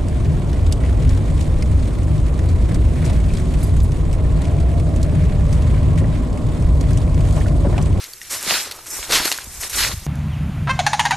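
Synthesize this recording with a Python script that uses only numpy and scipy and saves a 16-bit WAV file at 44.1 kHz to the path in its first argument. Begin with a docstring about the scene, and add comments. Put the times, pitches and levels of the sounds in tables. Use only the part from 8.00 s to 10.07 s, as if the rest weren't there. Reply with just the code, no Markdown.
"""Two walkers climb through dry leaves, one a few steps ahead, one carrying the single microphone.
From the start, crushed litter crackles as damped grains and loose leaves swish as finer, brighter ones, swelling
most near 0.5, 1.2 and 1.8 s; filtered noise gives the wind and the far rustle. Twigs soon snap, as noisy cracks
with damped partials; wind puffs follow as windowed cosines, then soil thumps as damped sines. The wind is
strongest near 1.9 s. Patches of the treble are replaced with noise unrelated left and right."""
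import sys
import numpy as np
from scipy import signal
from scipy.fft import rfft, irfft, next_fast_len
from scipy.io import wavfile
from scipy.ndimage import uniform_filter1d, map_coordinates

SR = 44100
rng = np.random.default_rng(int(sys.argv[2]) if len(sys.argv) > 2 else 0)


def dump_mix(stems):
    """Bounce the given channels to the path in sys.argv[1] as a 16-bit WAV at rate SR."""
    frames = np.atleast_2d(stems).T  # one column per channel
    limited = np.clip(frames, -1, 1)  # hard clip at full scale
    pcm = np.round(limited * 32767).astype(np.int16)
    wavfile.write(sys.argv[1], SR, pcm)


def ratio_of_db(decibels):
    """Turn decibels (scalar or array-like) into linear amplitude factors; 0 dB maps to 1."""
    return 10 ** (np.asarray(decibels, float) / 20)


N = 91110

# Weight on the litter, as an envelope before fixed trims and wobble:
# time_s [s], level_db [dB], packed_layer_over_level_db [dB]
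CRUNCH_ENVELOPE = [(0.0, -39.5, -7), (0.046, -38.5, -22), (0.076, -48.5, -1), (0.12, -49, -19),
                   (0.2, -52, -12), (0.25, -45, -23), (0.292, -48, -25), (0.306, -35, -10),
                   (0.342, -32, -7), (0.404, -37, -7.5), (0.46, -32.5, -6.5), (0.496, -22.5, -11),
                   (0.51, -19, -10), (0.528, -23.5, -7), (0.568, -21, -15), (0.584, -30.5, -7),
                   (0.614, -27, -11), (0.626, -35, -7), (0.7, -41.5, -3), (0.74, -45.5, 3.5),
                   (0.846, -49.5, -1), (0.868, -43.5, -3), (0.896, -51, 3), (0.935, -47, 0),
                   (0.975, -38.5, -1), (1.0, -40.5, -4), (1.038, -34.5, -7.5), (1.088, -42, -1),
                   (1.104, -26, -2.5), (1.119, -27.5, -2), (1.122, -18.5, -6), (1.162, -15.5, -10.5),
                   (1.186, -20.5, -3.5), (1.195, -24, -12), (1.203, -24, -5), (1.226, -28, -7),
                   (1.26, -23.5, -9), (1.305, -32.5, -4.5), (1.335, -32, -9), (1.399, -39, -6.5),
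                   (1.499, -52, 0), (1.505, -45.5, -5.5), (1.615, -44.5, -5), (1.633, -31, -8.5),
                   (1.691, -45.5, -5), (1.717, -39.5, -7), (1.745, -25.5, -18), (1.765, -32, -5),
                   (1.784, -21.5, -11), (1.833, -20, -12), (1.88, -25.5, -12.5), (1.9, -36, 0),
                   (1.922, -30.5, -8), (1.946, -40.5, -6), (1.989, -45, -6.5), (2.066, -48.5, -2.5)]
# Boots sweeping loose leaves, as an envelope before wobble: time_s [s], level_db [dB]
SWISH_ENVELOPE = [(0.0, -37.5), (0.116, -41.5), (0.22, -41.5), (0.292, -38), (0.306, -28.5), (0.35, -22.5),
                  (0.394, -33.5), (0.46, -30), (0.508, -22), (0.688, -37), (0.7, -62), (0.74, -42),
                  (0.846, -44), (0.858, -43), (0.868, -27.5), (0.88, -35), (0.906, -29.5), (0.92, -30.5),
                  (0.976, -24.5), (0.996, -33), (1.088, -35.5), (1.104, -29), (1.119, -27), (1.122, -21.5),
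                  (1.238, -30), (1.258, -22.5), (1.305, -27), (1.365, -35.5), (1.421, -39.5), (1.597, -35),
                  (1.615, -27), (1.675, -29), (1.69, -40), (1.698, -29.5), (1.71, -30.5), (1.799, -21.5),
                  (1.883, -28.5), (2.033, -45), (2.049, -40), (2.066, -36)]
# Wind on the microphone, as an envelope before a fixed trim and wobble: time_s [s], level_db [dB]
WIND_ENVELOPE = [(0.0, -56.5), (0.37, -46), (0.42, -56), (0.48, -46), (0.95, -49.5), (0.99, -45),
                 (1.02, -48), (1.18, -31), (1.29, -52.5), (1.6, -35.5), (1.69, -45), (1.74, -37.5),
                 (1.88, -26), (1.95, -35), (2.0, -32), (2.07, -41)]
# Relative spectra of crushed leaves, packed layer, sliding leaves, wind and woods: frequency_hz [Hz], gain_db [dB]
CRUNCH_SPECTRUM = [(530, -40), (900, -13.5), (1980, -4), (3070, -5.5), (4260, -2), (8770, -12),
                   (12400, -12.5), (13300, -20)]
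PACKED_SPECTRUM = [(110, -32), (220, -13), (324, -6.5), (498, -7.5), (1300, -4.5), (1690, -6), (2860, -120)]
SWISH_SPECTRUM = [(300, -17), (2350, -9), (3300, -24), (4600, -22), (5300, -5.5), (8850, -5), (10600, -9),
                  (11700, -4), (13300, -15)]
WIND_SPECTRUM = [(8.8, -41), (15, 2.5), (54, 0.5), (76, 0.5), (117, -3), (252, -17.5), (300, -39),
                 (390, -65), (660, -120)]
WOODS_SPECTRUM = [(59, -39), (100, -17), (196, -19), (340, 6), (1830, -20), (2810, -29), (13300, 2)]
# Single puffs of wind hitting the microphone: start_s [s], peak_db [dB], pitch_hz [Hz]
WIND_PUFFS = [(0.354, -39, 72), (0.984, -32, 55.5), (1.187, -30.5, 51.1), (1.467, -33.5, 67),
              (1.574, -31.5, 53.8), (1.737, -30.5, 60), (1.814, -29, 55.4), (1.86, -44, 61.5),
              (1.928, -18, 81.5), (1.963, -20.5, 67), (2.001, -29.5, 45)]
# Twigs and stiff leaves breaking:
# start_s [s], peak_db [dB], pitch_hz [Hz], decay_to_minus_60_db_s [s], ringing_over_crack_db [dB]
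TWIG_SNAPS = [(0.04, -19, 4330, 0.021, 7), (0.134, -20.5, 4560, 0.015, 10), (0.215, -21, 1884, 0.019, 15),
              (0.427, -9.5, 8720, 0.011, -17), (0.508, -1.5, 2220, 0.013, -14), (0.556, -12, 975, 0.01, 17),
              (0.565, -20, 4360, 0.0099, -6), (0.711, -17, 4020, 0.061, -7.5), (0.721, -20, 4400, 0.026, 0),
              (1.028, -15, 2200, 0.0065, -2), (1.1221, -14.5, 1470, 0.012, -12),
              (1.138, -10, 4400, 0.025, 6), (1.159, -4, 2400, 0.016, -15), (1.198, -12, 1080, 0.021, 4),
              (1.254, -7, 4240, 0.011, 9), (1.278, -11.5, 1410, 0.0086, 11), (1.316, -2, 3520, 0.011, -20),
              (1.323, -6.5, 4370, 0.023, -8), (1.346, -21, 5100, 0.017, -9),
              (1.377, -11.5, 7160, 0.011, -4), (1.386, -14, 1605, 0.012, -1.5),
              (1.443, -22.5, 6900, 0.0076, 10), (1.574, -18.5, 7230, 0.007, 0),
              (1.697, -14.5, 7700, 0.023, -10)]
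# Partials of a ringing twig, before random spread: pitch_ratio [times the pitch], level_db [dB]
TWIG_PARTIALS = [(1, 1), (1.48, -3.5), (1.95, -10.5), (3.03, -1.5)]
# Soles meeting the soil: start_s [s], level_before_damping_db [dB], pitch_hz [Hz]
SOIL_THUMPS = [(0.466, -22.5, 385), (0.476, -23.5, 194), (0.509, -6.5, 805), (0.519, -24.5, 200),
               (1.102, -13, 444), (1.202, -14.5, 336), (1.254, -18.5, 305), (1.47, -31, 230),
               (1.771, -22.5, 354), (1.935, -21.5, 165)]

WOODS_DB = -45
PUFF_CYCLES = 2  # length of a puff
SNAP_BUILD_S, SNAP_SPIKE = .0005, 6  # build-up time; instant of breaking, over the noise of the crack
THUMP_CYCLES = 7.2  # until 60 dB down
TOP_HZ = 13300  # band limit
PATCH_FROM_HZ, PATCH_BAND_HZ = 4400, 700  # lowest frequency and band width of the noise patches
PATCH_MOMENTS, PATCH_BANDS = .9, .66  # share of moments, and of bands within them
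PATCH_JUMP_DB = 5  # a rise in power beyond this keeps the moment free of patches


def unit(x):
    """Normalization: the signal scaled to rms 1."""
    return x / np.sqrt(np.mean(x ** 2) + 1e-20)


def curve(rows, column=1):
    """Linear interpolation: one column against the time column, one value per sample."""
    table = np.transpose(rows)
    return np.interp(np.arange(N) / SR, table[0], table[column])


def wobble(rate_hz):
    """Random modulation: a smooth curve through Gaussian knots, rate_hz of them a second."""
    knots = rng.standard_normal(N // 50)
    return map_coordinates(knots, [np.arange(N) * rate_hz / SR])


def coloured(x, points):
    """Linear filtering: x through a spectrum of (Hz, dB) points on a log frequency axis, rms 1."""
    size = next_fast_len(N + 8192)
    hz, db = np.transpose(points)
    bins_hz = np.fft.rfftfreq(size, 1 / SR)
    gain = ratio_of_db(np.interp(np.log(bins_hz + 1), np.log(hz + 1), db))
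    return unit(irfft(rfft(x, size) * gain, size)[:N])


def place(starts_s, rows):
    """Superposition: short sounds summed at their start times."""
    at = np.round(starts_s * SR).astype(int)[:, None] + np.arange(rows.shape[1])
    return np.bincount(at.ravel(), rows.ravel(), N + SR)[:N]


def crackle(count, low_hz, high_hz, cycles, spread_db, hiss):
    """Impulsive fracture: damped grains at random times, mostly small and a few large, over a share of hiss."""
    when, pitch, rarity = rng.random((3, count, 1))
    t = np.arange(int(3 * SR / low_hz)) / SR
    hz = low_hz + (high_hz - low_hz) * pitch
    size = ratio_of_db(-spread_db * np.log(rarity + 2e-3))
    # cycles: until the grain falls to 1/e
    rows = size * np.sqrt(hz) * np.exp(-t * hz / cycles) * np.sin(2 * np.pi * hz * t)
    grains = place(when[:, 0] * N / SR, rows)
    grains = unit(grains - grains.mean())
    # hiss is a share of the power
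    return np.sqrt(1 - hiss) * grains + np.sqrt(hiss) * rng.standard_normal(N)


def crunch():
    """Brittle crushing: leaves crackle under the soles, the packed layer below in coarser, duller grains."""
    level_db = curve(CRUNCH_ENVELOPE) + 1.22 * wobble(70.95)
    leaves = crackle(count=14000, low_hz=600, high_hz=14000, cycles=.8, spread_db=2.5, hiss=.6)
    packed = crackle(count=1500, low_hz=130, high_hz=1500, cycles=.8, spread_db=2.2, hiss=.6)
    leaves_db = 1.15 * wobble(300) + 2.5
    packed_db = curve(CRUNCH_ENVELOPE, column=2) + 0.85 * wobble(47.3)
    upper = ratio_of_db(leaves_db) * coloured(leaves, CRUNCH_SPECTRUM)
    lower = ratio_of_db(packed_db) * coloured(packed, PACKED_SPECTRUM)
    return ratio_of_db(level_db) * (upper + lower)


def swish():
    """Sliding friction: loose leaves pass over each other in finer, brighter grains."""
    grains = crackle(count=14000, low_hz=3440, high_hz=13950, cycles=1.13, spread_db=2.5, hiss=0.43)
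    level_db = curve(SWISH_ENVELOPE) + 1.68 * wobble(90)
    return ratio_of_db(level_db) * coloured(grains, SWISH_SPECTRUM)


def wind():
    """Pressure fluctuation: lumpy low noise buffets the microphone, with single rounded puffs."""
    start_s, peak_db, hz = np.transpose(WIND_PUFFS)[:, :, None]
    phase = np.minimum(np.arange(4000) / SR * hz / PUFF_CYCLES, 1)  # 0 to 1 through the puff
    swell = np.sin(np.pi * phase) ** 2
    wave = np.cos(2 * np.pi * PUFF_CYCLES * (phase - .5))
    puffs = place(start_s[:, 0], ratio_of_db(peak_db) * swell * wave)
    level_db = curve(WIND_ENVELOPE) + 1.15 * wobble(22.14) - 3.5
    return puffs + ratio_of_db(level_db) * coloured(rng.standard_normal(N), WIND_SPECTRUM)


def woods():
    """Diffuse background: far rustle and air among the trees as nearly steady filtered noise."""
    level_db = WOODS_DB + 0.39 * wobble(17.0)
    return ratio_of_db(level_db) * coloured(rng.standard_normal(N), WOODS_SPECTRUM)


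def snaps():
    """Sudden release of strain: a noisy crack, broad around its pitch, and quickly damped partials."""
    start_s, peak_db, hz, t60_s, ring_db = np.transpose(TWIG_SNAPS)[:, :, None]
    t = np.arange(1024) / SR
    ring = 0
    for ratio, level_db in TWIG_PARTIALS:
        spread_db = 2 * rng.standard_normal(hz.shape)
        partial_hz = np.minimum(ratio * hz, 12500)
        ring = ring + ratio_of_db(level_db + spread_db) * np.sin(2 * np.pi * partial_hz * t)
    spike = np.round(t * SR) == round(SNAP_BUILD_S * SR)
    jolt = rng.standard_normal((len(hz), len(t))) - SNAP_SPIKE * spike
    relative = np.fft.rfftfreq(len(t), 1 / SR) / hz
    crack = irfft(rfft(jolt) * relative / (1 + relative ** 2.63), len(t))
    crack = crack / crack.std(1, keepdims=True)
    shape = ratio_of_db(-60 * t / t60_s) * (1 - np.exp(-(t / SNAP_BUILD_S) ** 2))
    rows = shape * (crack + ratio_of_db(ring_db) * ring)
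    rows = rows / np.abs(rows).max(1, keepdims=True)
    return place(start_s[:, 0], ratio_of_db(peak_db) * rows)


def thumps():
    """Heavily damped resonance: a dull, compact knock from the ground lasts a few cycles."""
    start_s, level_db, hz = np.transpose(SOIL_THUMPS)[:, :, None]
    t = np.arange(3000) / SR
    decay = ratio_of_db(level_db - 60 * t * hz / THUMP_CYCLES)
    attack = 1 - np.exp(-t / 0.00047)
    return place(start_s[:, 0], decay * attack * np.sin(2 * np.pi * hz * t))


def scene():
    """Superposition at one microphone, fed to both channels."""
    mono = crunch() + swish() + wind() + woods() + snaps() + thumps()
    return np.tile(mono, (2, 1))


def substitute_noise(x):
    """Noise substitution: random treble patches become noise unrelated left and right; sharp attacks are kept."""
    hz, t, spectrum = signal.stft(x, SR, nperseg=2048)
    band = (hz // PATCH_BAND_HZ).astype(int)
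    power = np.array([np.mean(np.abs(spectrum[0, band == b]) ** 2, 0) for b in range(band[-1] + 1)])
    # power of the slope against its average a little earlier
    short = uniform_filter1d(np.diff(x[0]) ** 2, size=256) + 1e-12
    rise = short / np.roll(uniform_filter1d(short, size=768), 512)
    centres = (np.minimum(t, N / SR) * SR).astype(int)
    steepest = np.array([rise[max(0, c - 700):c + 700].max() for c in centres])
    calm = steepest < ratio_of_db(2 * PATCH_JUMP_DB)  # doubled, as rise is a power ratio
    patch = (rng.random(power.shape) < PATCH_BANDS) * (rng.random(len(t)) < PATCH_MOMENTS)
    patch = np.repeat(patch, 2, 1)[:, :len(t)] * calm  # each draw lasts two frames
    treble = (hz > PATCH_FROM_HZ) * (hz < TOP_HZ)
    chosen = patch[band] * treble[:, None]
    noise = signal.stft(rng.standard_normal(x.shape), SR, nperseg=2048)[2]
    noise = noise * np.sqrt(power[band] / np.mean(np.abs(noise) ** 2))  # the strength of its band
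    return signal.istft(np.where(chosen, noise, spectrum), SR, nperseg=2048)[1][:, :N]


def low_pass(x):
    """Removes everything above the highest recorded frequency."""
    return signal.sosfilt(signal.butter(12, 14070, fs=SR, output="sos"), x)


def record(dry):
    """Saturation and band limitation: a soft ceiling, a sharp top edge, then noise in patches of the treble."""
    held = dry / (1 + np.abs(dry / .95) ** 6) ** (1 / 6)
    kept = irfft(rfft(held) * (np.fft.rfftfreq(N, 1 / SR) < TOP_HZ), N)
    mix = substitute_noise(kept)
    return low_pass(mix)


dry = scene()
out = record(dry)
dump_mix(out)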